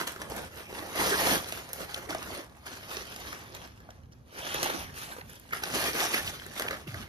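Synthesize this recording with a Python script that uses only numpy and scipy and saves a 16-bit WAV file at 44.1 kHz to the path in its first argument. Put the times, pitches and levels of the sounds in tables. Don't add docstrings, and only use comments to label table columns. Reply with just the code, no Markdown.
import sys
import numpy as np
from scipy import signal
from scipy.fft import rfft, irfft
from scipy.io import wavfile
from scipy.ndimage import uniform_filter1d, map_coordinates

SR = 44100
rng = np.random.default_rng(int(sys.argv[2]) if len(sys.argv) > 2 else 0)


def convert_level_to_amplitude(level_db):
    exponent = np.asarray(level_db, float) / 20
    return 10 ** exponent


def generate_wav(sig):
    pcm = np.round(np.clip(np.atleast_2d(sig).T, -1, 1) * 32767).astype(np.int16)
    wavfile.write(sys.argv[1], SR, pcm)


N = 312228
TIME = np.arange(N) / SR

# start of hold in seconds, hold in seconds, crackle in dB,
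# weight of the large panels in dB above the crackle.
STROKES = [(0, 0.0067, -35.5, 3.5), (0.381, 0.029, -44, 6.5), (0.558, 0.042, -50, 1.5),
           (0.763, 0.064, -49.5, 10.5), (1.009, 0.15, -32, 3.5), (1.198, 0.16, -29.5, 2.5),
           (1.447, 0.13, -45, -1.5), (1.79, 0.05, -49.5, 4), (1.918, 0.02, -48, -2), (2.213, 0.086, -45, 3),
           (2.916, 0.04, -42, -1), (3.226, 0.095, -48, 1), (4.388, 0.09, -42.5, 0.5),
           (4.495, 0.17, -37.5, -2), (4.742, 0.089, -41.5, -1), (4.978, 0.057, -43, -6),
           (5.096, 0.047, -50.5, 5.5), (5.302, 0.051, -53, -2), (5.52, .015, -56, 6),
           (6.343, 0.063, -47.5, -7), (2.35, 0.034, -43.5, 2), (5.757, 0.13, -33, -1),
           (5.984, 0.072, -31.5, -2), (6.138, 0.045, -33, -3), (6.267, 0.018, -37.5, -7),
           (6.613, 0.12, -48.5, 9), (6.977, 0.037, -45.5, 3)]
JERKS = [(0.068, 0.014, -44.5, 2.5), (0.199, 0.011, -48.5, 10.5), (0.3, 0.023, -45.5, 6),
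         (0.739, 0.049, -46.5, 1), (0.959, 0.055, -38.5, 8), (1.732, 0.076, -45, -5.5),
         (1.926, 0.085, -47.5, 3), (2.091, 0.043, -45, 8), (2.661, 0.09, -47.5, 0.5),
         (3.545, 0.08, -49.5, 2), (3.904, 0.017, -62.5, -6), (4.115, 0.0066, -66.5, -3),
         (4.631, 0.11, -38.5, 0), (5.525, 0.059, -46, 2.5), (5.624, 0.077, -43, 3),
         (5.743, 0.016, -32.5, -1), (6.578, 0.013, -39, -12), (6.874, 0.049, -47.5, -1)]
RISE_DB_PER_S, FALL_DB_PER_S, JERK_DB_PER_S = 215, 161, 3000
FALL_GROWS = 8
# time in seconds, crackle in dB,
# weight of the large panels in dB above the crackle.
SLIDE = [(0.0, -55, 6.5), (0.5, -55, 4.5), (1.65, -51, 4.5), (2.4, -61, 14), (2.6, -63.5, 4.5),
         (3.0, -43, -4.5), (3.45, -51.5, 4), (3.75, -62, 4), (4.0, -72, 12), (4.22, -82, 10.5),
         (4.6, -55, 15.5), (5.1, -76, 21), (5.47, -63, 1), (6.0, -40.5, -8), (6.4, -55, 4),
         (6.56, -45, -2.5), (6.85, -55, 1), (7.08, -70, 12)]
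# time in seconds, lag of the left port in samples.
PLACE = [
    (0, 7.7),
    (1.2, 8.85),
    (2.2, 8.15),
    (3.5, 10.9),
    (5.2, 12.73),
    (5.8, 7.95),
    (7.08, 7.9),
]
# time in seconds, sheen in dB above the crackle.
FACING = [
    (0, -7.5),
    (1.3, -6),
    (2.0, -8.5),
    (3.0, -10),
    (3.8, -12),
    (4.5, -11),
    (5.2, -5.5),
    (6.0, -8),
    (7.08, -9),
]
PAN_DB = -1.3

# frequency in Hz, density in dB per Hz.
BODY = [(70, -47), (150, -6), (250, -2.5), (400, -1), (600, -1.5), (900, -3.5), (1200, -7), (1700, -35)]
KNOCK = [(700, -36.5), (1150, 0.5), (1700, 3.5), (2300, -1.5), (3400, -34.5)]
CRACKLE = [(1600, -16.5), (2500, 0.5), (4000, -4.5), (6000, -6), (7500, -13), (10000, -72.5)]
SHEEN = [(5000, -17), (7500, -3), (9000, 1), (12000, -3), (15500, -9), (17000, -18)]
KNOCK_SHARE = 0.41

# time in seconds, peak in dB, panel pitch in Hz,
# sheen in dB above the peak.
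CRACKS = [(0.072, -26, 996, -15), (0.075, -22, 990, -16), (0.0924, -49, 435, -11), (0.1197, -38, 1600, -6),
          (0.2987, -42, 668, -2), (0.363, -41, 991, -1), (0.5585, -47, 676, 1.5), (1.4437, -30, 956, -27),
          (1.5227, -24.5, 670, -16), (1.6901, -41, 751, -11), (1.731, -35, 434, 3.5),
          (1.9213, -35, 1060, -21), (1.943, -25, 1340, -13), (1.961, -43, 436, -19), (2.106, -25, 670, -22),
          (2.182, -48, 608, -21), (2.227, -33, 1050, -13), (2.9074, -33.5, 520, -16),
          (2.9689, -24, 403, -34), (3.0209, -28.5, 418, -37), (3.1613, -27.5, 730, -18),
          (3.1994, -44, 797, -9), (3.5489, -31, 990, -14), (4.6288, -17.5, 690, -12.5),
          (4.9417, -40, 694, -17), (5.6362, -18, 810, -20), (5.756, -18, 695, -16),
          (5.8398, -18.5, 766, -19), (6.0033, -16.5, 775, -29), (5.997, -31, 2600, -16),
          (6.009, -30, 900, -25), (6.27, -37, 2970, -28)]
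CRACK_BODY_DB, CRACK_KNOCK_DB = -14, -15
# time in seconds, peak in dB, panel pitch in Hz, body in dB above the peak.
POPS = [(0.0111, -26.5, 378, -5), (0.161, -38, 380, -6), (0.319, -35, 438, 0), (0.6045, -41, 380, -0.5),
        (0.7262, -43, 381, 6), (0.751, -43, 439, -10), (0.952, -32, 605, -2.5), (2.095, -37, 662, -2),
        (2.148, -29.5, 670, 2.5), (2.665, -33, 684, -8), (2.7177, -37, 694, -8), (3.8891, -56, 715, 16),
        (4.5447, -27.5, 513, -1), (4.6593, -29.5, 774, -2.5), (5.1647, -42, 546, 0), (5.184, -42, 467, -1),
        (5.738, -31, 526, -10), (6.0394, -24, 656, -10), (6.4636, -47, 396, -2), (6.607, -31, 463, -12),
        (6.664, -31, 850, -4.5), (6.708, -25, 412, -18), (6.7296, -33, 590, -5)]
POP_KNOCK_DB, POP_SHEEN_DB = -2.5, -24
# time in seconds, peak in dB,
# facet pitch in Hz, knock in dB above the peak.
KNOCKS = [(0.2162, -27.5, 1270, -9), (0.7854, -41, 1830, -1), (1.909, -50, 1270, -6),
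          (3.3272, -33, 1550, 0), (4.7003, -24.5, 1320, -3), (5.016, -41, 2430, -5),
          (5.122, -40, 1560, 2.5), (5.21, -45, 1880, 4.5), (5.5321, -28, 1400, 5.5),
          (5.7, -31.5, 1670, -5.5), (5.932, -22, 1910, -23), (6.1428, -19, 1840, -9),
          (6.596, -20.5, 1690, -8), (6.6206, -22.5, 1910, -6), (6.9428, -36, 1520, -1),
          (3.568, -53, 1500, -11),
    (5.508, -42, 2110, 6),
    (5.884, -35, 1500, -20),
    (6.177, -26, 1800, -1),
    (6.684, -33, 2550, -2),
    (6.74, -49.5, 1910, 18),
]
KNOCK_BODY_DB, KNOCK_SHEEN_DB = -8.5, -16.5
# time in seconds, peak in dB, panel pitch in Hz.
SETTLING = [(2.496, -50, 773), (3.258, -41, 690), (3.4087, -74, 770), (3.6744, -40, 670),
            (3.7754, -50, 2820), (3.8026, -47, 455), (3.9048, -41.5, 507), (4.001, -58, 700),
            (4.0337, -53, 463), (4.121, -52, 437), (4.2804, -55, 764), (4.3248, -42, 441),
            (4.3958, -47, 522), (4.9708, -48, 2480), (5.295, -41.5, 526), (5.39, -59, 427),
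            (5.49, -41, 450), (6.1117, -38, 605), (6.4183, -40, 1040), (6.514, -45, 1570)]
SETTLE_BODY_DB, SETTLE_KNOCK_DB, SETTLE_SHEEN_DB = -11, -6, -19

# middle in seconds, length in
# seconds, pitch in Hz, level in dB.
SCRAPES_AND_NICKS = [(0.503, 0.068, 1400, -66), (0.529, 0.083, 5000, -74), (0.682, .06, 2500, -52),
                     (1.029, 0.09, 4330, -44), (1.079, 0.086, 5500, -40), (1.136, 0.041, 1600, -29),
                     (1.13, 0.053, 390, -35), (1.153, 0.12, 5340, -47), (1.269, 0.13, 704, -37),
                     (1.365, 0.035, 1200, -55), (1.945, 0.0056, 3180, -30), (1.946, 0.006, 5200, -41),
                     (2.114, 0.038, 705, -50), (4.452, 0.076, 3080, -46), (4.506, 0.043, 3100, -45),
                     (4.549, 0.042, 3220, -43), (4.664, 0.013, 810, -33.5), (5.317, 0.053, 3040, -60),
                     (5.528, 0.015, 2110, -37), (5.548, .012, 1900, -48), (5.756, 0.012, 2970, -47),
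                     (5.802, 0.15, 4300, -46), (5.82, 0.14, 638, -43), (6.028, 0.077, 776, -37.5),
                     (6.047, .05, 5600, -38), (6.059, 0.015, 706, -42), (6.145, 0.017, 2180, -27),
                     (6.138, 0.025, 4400, -39.5), (6.2, 0.02, 1720, -36), (6.275, 0.04, 4300, -44),
                     (6.932, 0.12, 121, -50), (6.006, .014, 1950, -32), (6.359, 0.11, 4070, -57),
                     (1.2, 0.054, 504, -45), (1.213, 0.084, 4300, -43), (1.39, 0.032, 3500, -45),
                     (2.395, 0.015, 330, -44), (5.639, 0.013, 1610, -32.5), (5.76, .03, 5500, -46),
                     (0.224, 0.0079, 5630, -45.5), (.321, 0.0034, 895, -39), (0.318, .008, 5460, -48),
         (0.582, .008, 3680, -53), (0.729, 0.011, 680, -48), (0.79, 0.0092, 3900, -41.5),
         (1.106, 0.0093, 3400, -33.5), (1.309, .01, 4330, -31.5), (1.909, 0.0044, 1380, -41),
         (2.104, .006, 4840, -41), (2.147, 0.0052, 9200, -40), (2.184, 0.0087, 5800, -44.5),
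         (2.498, .008, 1500, -57.5), (3.547, 0.0065, 3400, -46.5), (3.891, 0.0073, 1290, -47),
         (3.908, 0.005, 3100, -56), (3.906, .006, 5800, -51), (4.13, 0.017, 5440, -60),
         (5.119, 0.0062, 3900, -46), (5.214, 0.0071, 1940, -41), (5.211, 0.0063, 4430, -50),
         (5.219, 0.0079, 790, -48), (5.373, 0.016, 547, -61.5), (5.528, 0.0036, 1490, -35),
         (5.545, 0.0078, 1500, -51), (2.304, 0.011, 755, -40), (5.703, 0.014, 363, -45),
         (5.739, 0.0071, 1520, -39), (5.765, 0.019, 379, -35.5), (5.843, 0.021, 374, -39),
         (6.21, 0.016, 560, -47), (6.277, .01, 3000, -30), (6.334, 0.031, 555, -51),
         (6.42, 0.0073, 1500, -42), (6.464, 0.0057, 1500, -48), (6.606, 0.0058, 596, -33),
         (6.652, 0.0089, 546, -40), (6.666, .01, 1500, -42), (6.683, 0.011, 2480, -29.5),
         (6.731, 0.0047, 1620, -40), (6.792, .02, 380, -57), (6.875, 0.013, 337, -45),
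         (6.944, 0.0064, 1590, -39), (7.015, 0.036, 210, -46), (7.038, 0.013, 765, -54)]
NICK_S = .013
SCRAPE_WIDTH, SCRAPE_GRIT_DB = 0.28, 1

# time in seconds,
# middle band in dB, top band in dB.
CLICKS = [(0.218, -35, -48), (.319, -38, -46), (0.365, -44, -44), (.726, -41, -52), (1.459, -39, -48),
          (1.519, -39, -48), (1.732, -32, -34), (1.909, -45, -55), (1.943, -24, -33), (1.962, -34, -48),
          (2.097, -36, -46), (2.147, -28, -40), (2.496, -52, -65), (2.667, -46, -50), (2.968, -25, -39),
          (3.26, -50, -46), (3.328, -44, -48), (3.549, -38, -47), (3.568, -54, -48), (4.057, -57, -72),
          (4.543, -36, -21), (4.629, -30, -33), (4.643, -38, -20), (4.878, -39, -55), (5.211, -46, -58),
          (5.294, -42, -53), (5.298, -56, -38), (5.331, -56, -38), (5.355, -57, -41), (5.397, -55, -35.5),
          (5.489, -57, -61), (5.526, -45, -42), (5.636, -34, -32), (5.655, -29, -41), (5.702, -38, -39),
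          (5.735, -34, -36), (5.84, -25, -38), (6.421, -39, -52), (6.464, -45, -33), (6.588, -33, -42),
          (6.597, -32, -34), (6.622, -31, -33), (6.708, -30, -37), (6.729, -32, -47), (6.942, -38, -52),
          (4.699, -31, -44), (4.658, -34, -44)]
# frequency in Hz, gain in dB.
CLICK_MIDDLE = [(400, -30), (900, -3), (2000, 0), (6000, 0), (7500, -20), (10000, -60)]
CLICK_TOP = [(4500, -36), (6500, -1), (8000, 3), (12000, -1.5), (16500, -4)]
CLICK_RISE_S, CLICK_T60_S = .0003, 0.012
BRACE_DB, BRACE_S = 2, 0.0093

# time in seconds, level in dB, first pitch in Hz, last pitch in Hz,
# t60 in seconds.
BUMPS = [
    (6.867, -31, 423, 95, 0.23),
    (6.995, -43, 324, 129, 0.093),
]
TABLE_S, TABLE_SHARE = .00092, 0.063

# frequency in Hz, t60 in seconds.
ROOM = [(200, 0.19), (2000, 0.26), (10000, 0.23)]
# time in seconds, level in dB.
GUSTS = [
    (.35, -45),
    (.43, -55),
    (1.34, -43.5),
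    (3.6, -58),
    (3.75, -52),
    (3.92, -59),
    (5.8, -50),
    (6.3, -46),
    (6.5, -53),
    (7.0, -46),
]
GUST_S = 0.1
STILL_AIR_DB, STIRRED_DB, STIR_GROWS = -54, -50, 0.68
# frequency in Hz, density in dB per Hz.
RUMBLE = [(15, -46), (28, -23), (65, -4), (126, -7.5), (194, -14), (260, -13.5), (340, -58.5), (570, -120)]
HUSH = [(150, -17.5), (300, 1.5), (600, -5), (2000, -22), (5000, -28), (9500, -26), (16000, -30)]

# frequency in Hz, gain in dB.
SUM = [(6300, 1), (7300, -4), (8000, -1.5), (8800, -6.5), (10300, -1), (13800, 2), (14600, -13)]
DIFFERENCE = [(9000, 0.5), (10300, -6), (13300, -1.5), (15000, 5)]
SHARP = [.075, .12, .22, .364, 1.524, 1.733, 1.944, 2.106, 2.148, 2.66, 2.97, 3.2, 3.55, 3.805, 3.905,
         4.122, 4.34, 4.63, 5.295, 5.39, 5.51, 5.637, 5.705, 6.465, 6.598, 6.623, 6.71]
SHARP_S = .009
FRAME, GRID = 1024, 658


def unit(x):
    return x / np.sqrt(np.mean(x ** 2) + 1e-20)


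def along(points, hz):
    f, v = np.transpose(points)
    return np.interp(np.log(hz + 1), np.log(f + 1), v)


def louder(levels_db):
    return 10 * np.log10(np.sum(convert_level_to_amplitude(levels_db) ** 2, 0))


def wobble(rate):
    return map_coordinates(rng.standard_normal(int(N * rate / SR) + 4), [TIME * rate])


def coloured(x, points):
    hz = np.fft.rfftfreq(4096, 1 / SR)
    cepstrum = irfft(np.log(convert_level_to_amplitude(along(points, hz))))
    cepstrum[1:2048] *= 2
    cepstrum[2049:] = 0
    response = irfft(np.exp(rfft(cepstrum)))
    return signal.oaconvolve(x, response[None], axes=1)[:, :N]


def placed(seconds, shapes, scatter, pan_db):
    at = np.round(seconds * SR).astype(int)[:, None] + np.arange(shapes.shape[1])
    lag = np.interp(seconds, *np.transpose(PLACE)) + scatter
    late = at + np.clip(np.round(lag), 0, 30).astype(int)[:, None]
    ports = []
    for index, side in ((late, .5), (at, -.5)):
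        heard = shapes * convert_level_to_amplitude(side * pan_db)[:, None]
        ports.append(np.bincount(index.ravel(), heard.ravel(), N + SR)[:N])
    return np.array(ports)


def sizes(chance, spread_db):
    return convert_level_to_amplitude(spread_db * np.minimum(-np.log(chance), 2.9))


def rustle():
    crackle_db, body_db = hands()
    weight_db = body_db - crackle_db
    sheen_db = np.interp(TIME, *np.transpose(FACING))
    facets = panels(count=8000, cycles=3.9, spread_db=2.1)
    sparse = np.clip((-14.5 - crackle_db) / 25, .3, 1)
    clumps = 1.87 * wobble(40) + 0.75 * wobble(130)
    bands = ((BODY, weight_db - 2.5, .9), (KNOCK, KNOCK_SHARE * weight_db - 2.0, .8),
             (CRACKLE, -.6, .7), (SHEEN, sheen_db + 6.5, .6))
    total = 0
    for colour, level_db, ring in bands:
        grains = 0.6 * ticks(count=9000, spread_db=1.6) + ring * facets
        rubbing = 1.49 * ticks(count=120000, spread_db=1.5)
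        sheet = coloured(rubbing + 1.25 * sparse * grains, colour)
        sheet = patchy(sheet, depth_db=1.2 + 1.2 * sparse)
        sheet = unit(sheet * convert_level_to_amplitude(sparse ** 2 * (clumps + 0.18 * wobble(25))))
        total = total + sheet * convert_level_to_amplitude(crackle_db + level_db + 4.1 * (0.5 - sparse))
    return total


def hands():
    s, hold, db, weight_db = np.transpose(STROKES + JERKS)[:, :, None]
    rise = np.repeat([RISE_DB_PER_S, JERK_DB_PER_S], [len(STROKES), len(JERKS)])[:, None]
    fall = FALL_DB_PER_S + FALL_GROWS * np.clip(db + 49.0, 0, None)
    t = TIME[::64]
    stroke_db = db - rise * np.clip(s - t, 0, None) - fall * np.clip(t - s - hold, 0, None)
    at, slide_db, slide_weight_db = np.transpose(SLIDE)
    crackle_db = louder(np.vstack([stroke_db, np.interp(t, at, slide_db)]))
    body_db = louder(np.vstack([stroke_db + weight_db, np.interp(t, at, slide_db + slide_weight_db)]))
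    return np.interp(TIME, t, crackle_db), np.interp(TIME, t, body_db)


def ticks(count, spread_db):
    s, size = rng.random((2, count))
    sign, place, pan = rng.standard_normal((3, count))
    slips = (sign * sizes(size, spread_db))[:, None]
    return unit(placed(s * N / SR, slips, 1.8 * place, PAN_DB + 4.9 * pan))


def panels(count, cycles, spread_db):
    s, pitch, size = rng.random((3, count))
    place, pan = rng.standard_normal((2, count))
    hz = 250 * 55 ** pitch[:, None]
    turns = hz * np.arange(380) / SR
    rings = np.sin(2 * np.pi * turns) * convert_level_to_amplitude(-60 * turns / (3 * cycles)) * hz / 2000
    rings *= sizes(size, spread_db)[:, None]
    return unit(placed(s * N / SR, rings, 2.0 * place, PAN_DB + 8.1 * pan))


def patchy(x, depth_db):
    z = signal.stft(x, nperseg=512)[2]
    field = uniform_filter1d(rng.standard_normal(z.shape[1:]), size=3, axis=0)
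    field = unit(uniform_filter1d(field, size=12, axis=1))
    depth = np.interp(np.arange(z.shape[2]) * 256, np.arange(N), depth_db)
    return signal.istft(z * convert_level_to_amplitude(depth * field), nperseg=512)[1][:, :N]


def braced():
    s = np.sort(np.transpose(CLICKS)[0])
    ahead = np.append(s, np.inf)[np.searchsorted(s, TIME)] - TIME
    return convert_level_to_amplitude(-BRACE_DB * np.exp(-(ahead / BRACE_S) ** 2))


def snaps():
    s, peak_db, hz, body_db, knock_db, sheen_db = np.transpose(creases())[:, :, None]
    t = np.arange(1500) / SR
    place, pan, life = rng.standard_normal((len(s), 3)).T
    noise = np.sign(rng.standard_normal((len(s), len(t))))

    def put(shapes):
        return placed(s[:, 0], shapes * convert_level_to_amplitude(peak_db), .6 * place, PAN_DB + 2.5 * pan)

    def burst(t60):
        return convert_level_to_amplitude(-60 * t / (t60 * np.exp(0.25 * life[:, None]))) * (1 - np.exp(-t / 0.0011))

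    ring_db = np.where(hz < 1100, body_db, knock_db) + 7.5
    ring = put(np.sin(2 * np.pi * hz * t) * burst(12 / hz) * convert_level_to_amplitude(ring_db))
    crack = coloured(put(noise * (burst(0.02) * convert_level_to_amplitude(1.0) + burst(0.0048) * convert_level_to_amplitude(13.5))), CRACKLE)
    knock = coloured(put(noise * burst(0.018) * convert_level_to_amplitude(knock_db + 16.0)), KNOCK)
    bright = burst(0.017) + burst(0.005) * convert_level_to_amplitude(4.5)
    sheen = coloured(put(noise * bright * convert_level_to_amplitude(sheen_db + 15.5)), SHEEN)
    thump = coloured(put(noise * burst(0.016) * convert_level_to_amplitude(body_db + 16.0)), BODY)
    return ring + crack + knock + sheen + thump


def creases():
    return ([(s, db, hz, CRACK_BODY_DB, CRACK_KNOCK_DB, sheen_db) for s, db, hz, sheen_db in CRACKS]
            + [(s, db, hz, body_db, POP_KNOCK_DB, POP_SHEEN_DB) for s, db, hz, body_db in POPS]
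            + [(s, db, hz, KNOCK_BODY_DB, knock_db, KNOCK_SHEEN_DB) for s, db, hz, knock_db in KNOCKS]
            + [(s, db, hz, SETTLE_BODY_DB, SETTLE_KNOCK_DB, SETTLE_SHEEN_DB) for s, db, hz in SETTLING])


def scrapes():
    s, length, hz, db = np.transpose(SCRAPES_AND_NICKS)[:, :, None]
    t = np.arange(-4096, 4096) / SR
    sign, grit = rng.standard_normal((len(s), 2, len(t))).transpose(1, 0, 2)
    f = np.fft.rfftfreq(len(t), 1 / SR)
    damping = 1j * f * hz * SCRAPE_WIDTH
    band = damping / (hz ** 2 - f ** 2 + damping)
    rung = irfft(rfft(sign * convert_level_to_amplitude(SCRAPE_GRIT_DB * grit)) * band ** 2)
    steep = np.where((t < 0) & (length < NICK_S), 2.5, 1)
    swell = np.exp(-(2 * steep * t / length) ** 4)
    rung /= np.sqrt(np.sum((rung * swell) ** 2, 1) / np.sum(swell ** 2, 1))[:, None]
    return placed(s[:, 0] + t[0], rung * swell * convert_level_to_amplitude(db), 0, np.full(len(s), PAN_DB))


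def clicks():
    s, middle_db, top_db = np.transpose(CLICKS)[:, :, None]
    t = np.arange(600) / SR
    noise = np.sign(rng.standard_normal((len(s), len(t))))
    noise = noise * convert_level_to_amplitude(-60 * t / CLICK_T60_S) * (1 - np.exp(-t / CLICK_RISE_S))

    def put(db):
        return placed(s[:, 0], noise * convert_level_to_amplitude(db), 0, np.full(len(s), PAN_DB))

    return coloured(put(middle_db + 3.5), CLICK_MIDDLE) + coloured(put(top_db + 2.5), CLICK_TOP)


def bumps():
    out = np.zeros(N)
    for s, db, first_hz, last_hz, t60 in BUMPS:
        t = np.clip(TIME - s, 0, None)
        hz = last_hz + (first_hz - last_hz) * np.exp(-t / 0.011)
        tone = np.sin(2 * np.pi * np.cumsum(hz * (t > 0)) / SR)
        rise = 1 - np.exp(-(t / 0.015) ** 2)
        out += convert_level_to_amplitude(db - 60 * t / t60 + 4.1 * wobble(70)) * rise * tone
    return out


def room(x):
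    hz, t, z = signal.stft(rng.standard_normal((2, SR // 2)), SR, nperseg=256)
    tail = signal.istft(z * convert_level_to_amplitude(-60 * t / along(ROOM, hz)[:, None]), SR, nperseg=256)[1]
    delayed = np.pad(x, ((0, 0), (150, 0)))
    return signal.fftconvolve(delayed, tail / np.linalg.norm(tail[0]), axes=1)[:, :N]


def air():
    gusts_db = [db - 9 * ((TIME - s) / GUST_S) ** 2 for s, db in GUSTS]
    stirred_db = STIRRED_DB + STIR_GROWS * (hands()[1] + 35)
    rumble_db = louder([STILL_AIR_DB + 0 * TIME, stirred_db] + gusts_db)
    shared, apart = rng.standard_normal((2, N))
    low = coloured(shared + 0.23 * apart * [[1], [-1]], RUMBLE)
    low = unit(low * convert_level_to_amplitude(1.9 * wobble(12)))
    hush = unit(coloured(rng.standard_normal((2, N)), HUSH))
    return low * convert_level_to_amplitude(rumble_db - 2.5) * convert_level_to_amplitude([[-.6], [.6]]) + convert_level_to_amplitude(-65.0) * hush


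def scene():
    paper, folds = rustle() * braced(), snaps()
    paper = paper + TABLE_SHARE * np.roll(paper, round(TABLE_S * SR), axis=1)
    reverb = convert_level_to_amplitude(-8.5) * room(paper) + convert_level_to_amplitude(-6) * room(folds)
    return paper + folds + reverb + bumps() + air() + scrapes() + clicks()


def starved(mid, side):
    frames = dict(fs=SR, window="cosine", nperseg=2 * FRAME, noverlap=FRAME)
    hz, t, z = signal.stft(np.pad([mid, side], ((0, 0), (FRAME - GRID, 0))), **frames)
    held = np.arange(len(t)) // 2
    drift = .6 * rng.standard_normal((5, len(t)))[:, held]
    chance = rng.random((60, len(t)))[(hz / 420).astype(int)][:, held]
    hz = hz[:, None]

    def between(lo_hz, hi_hz):
        return (hz > lo_hz) & (hz < hi_hz)

    def back(keep):
        return signal.istft(z * keep, **frames)[1][:, FRAME - GRID:][:, :N]

    gap_mid = between(7250 + 600 * drift[0], 8700 + 500 * drift[1])
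    gap_mid = gap_mid & (chance < .9) & (drift[4] < .7) & (t > .42)
    gone_mid = gap_mid | (hz > 13750 + 600 * drift[2])
    gap_side = between(10350 + 250 * drift[3], 13200 + 500 * drift[4])
    gone_side = gap_side | (hz > 13000) & (chance < .3)
    thin = back(~np.array([gone_mid, gone_side]) & (hz < 15750))
    full = back(hz < 16400)
    nearest_s = np.abs(TIME[::12] - np.array(SHARP)[:, None]).min(0)
    sharp = np.exp(-(nearest_s / SHARP_S) ** 4).repeat(12)
    return thin + sharp * (full - thin)


def low_pass(x):
    return signal.sosfilt(signal.butter(12, 16625, fs=SR, output="sos"), x)


def record(dry):
    hz = np.fft.rfftfreq(N, 1 / SR)
    left, right = rfft(dry)
    mid = irfft((left + right) / 2 * convert_level_to_amplitude(along(SUM, hz)), N)
    side = irfft((left - right) / 2 * convert_level_to_amplitude(along(DIFFERENCE, hz)), N)
    mid, side = starved(mid, side)
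    return low_pass(np.array([mid + side, mid - side]))


dry = scene()
out = record(dry)
generate_wav(out)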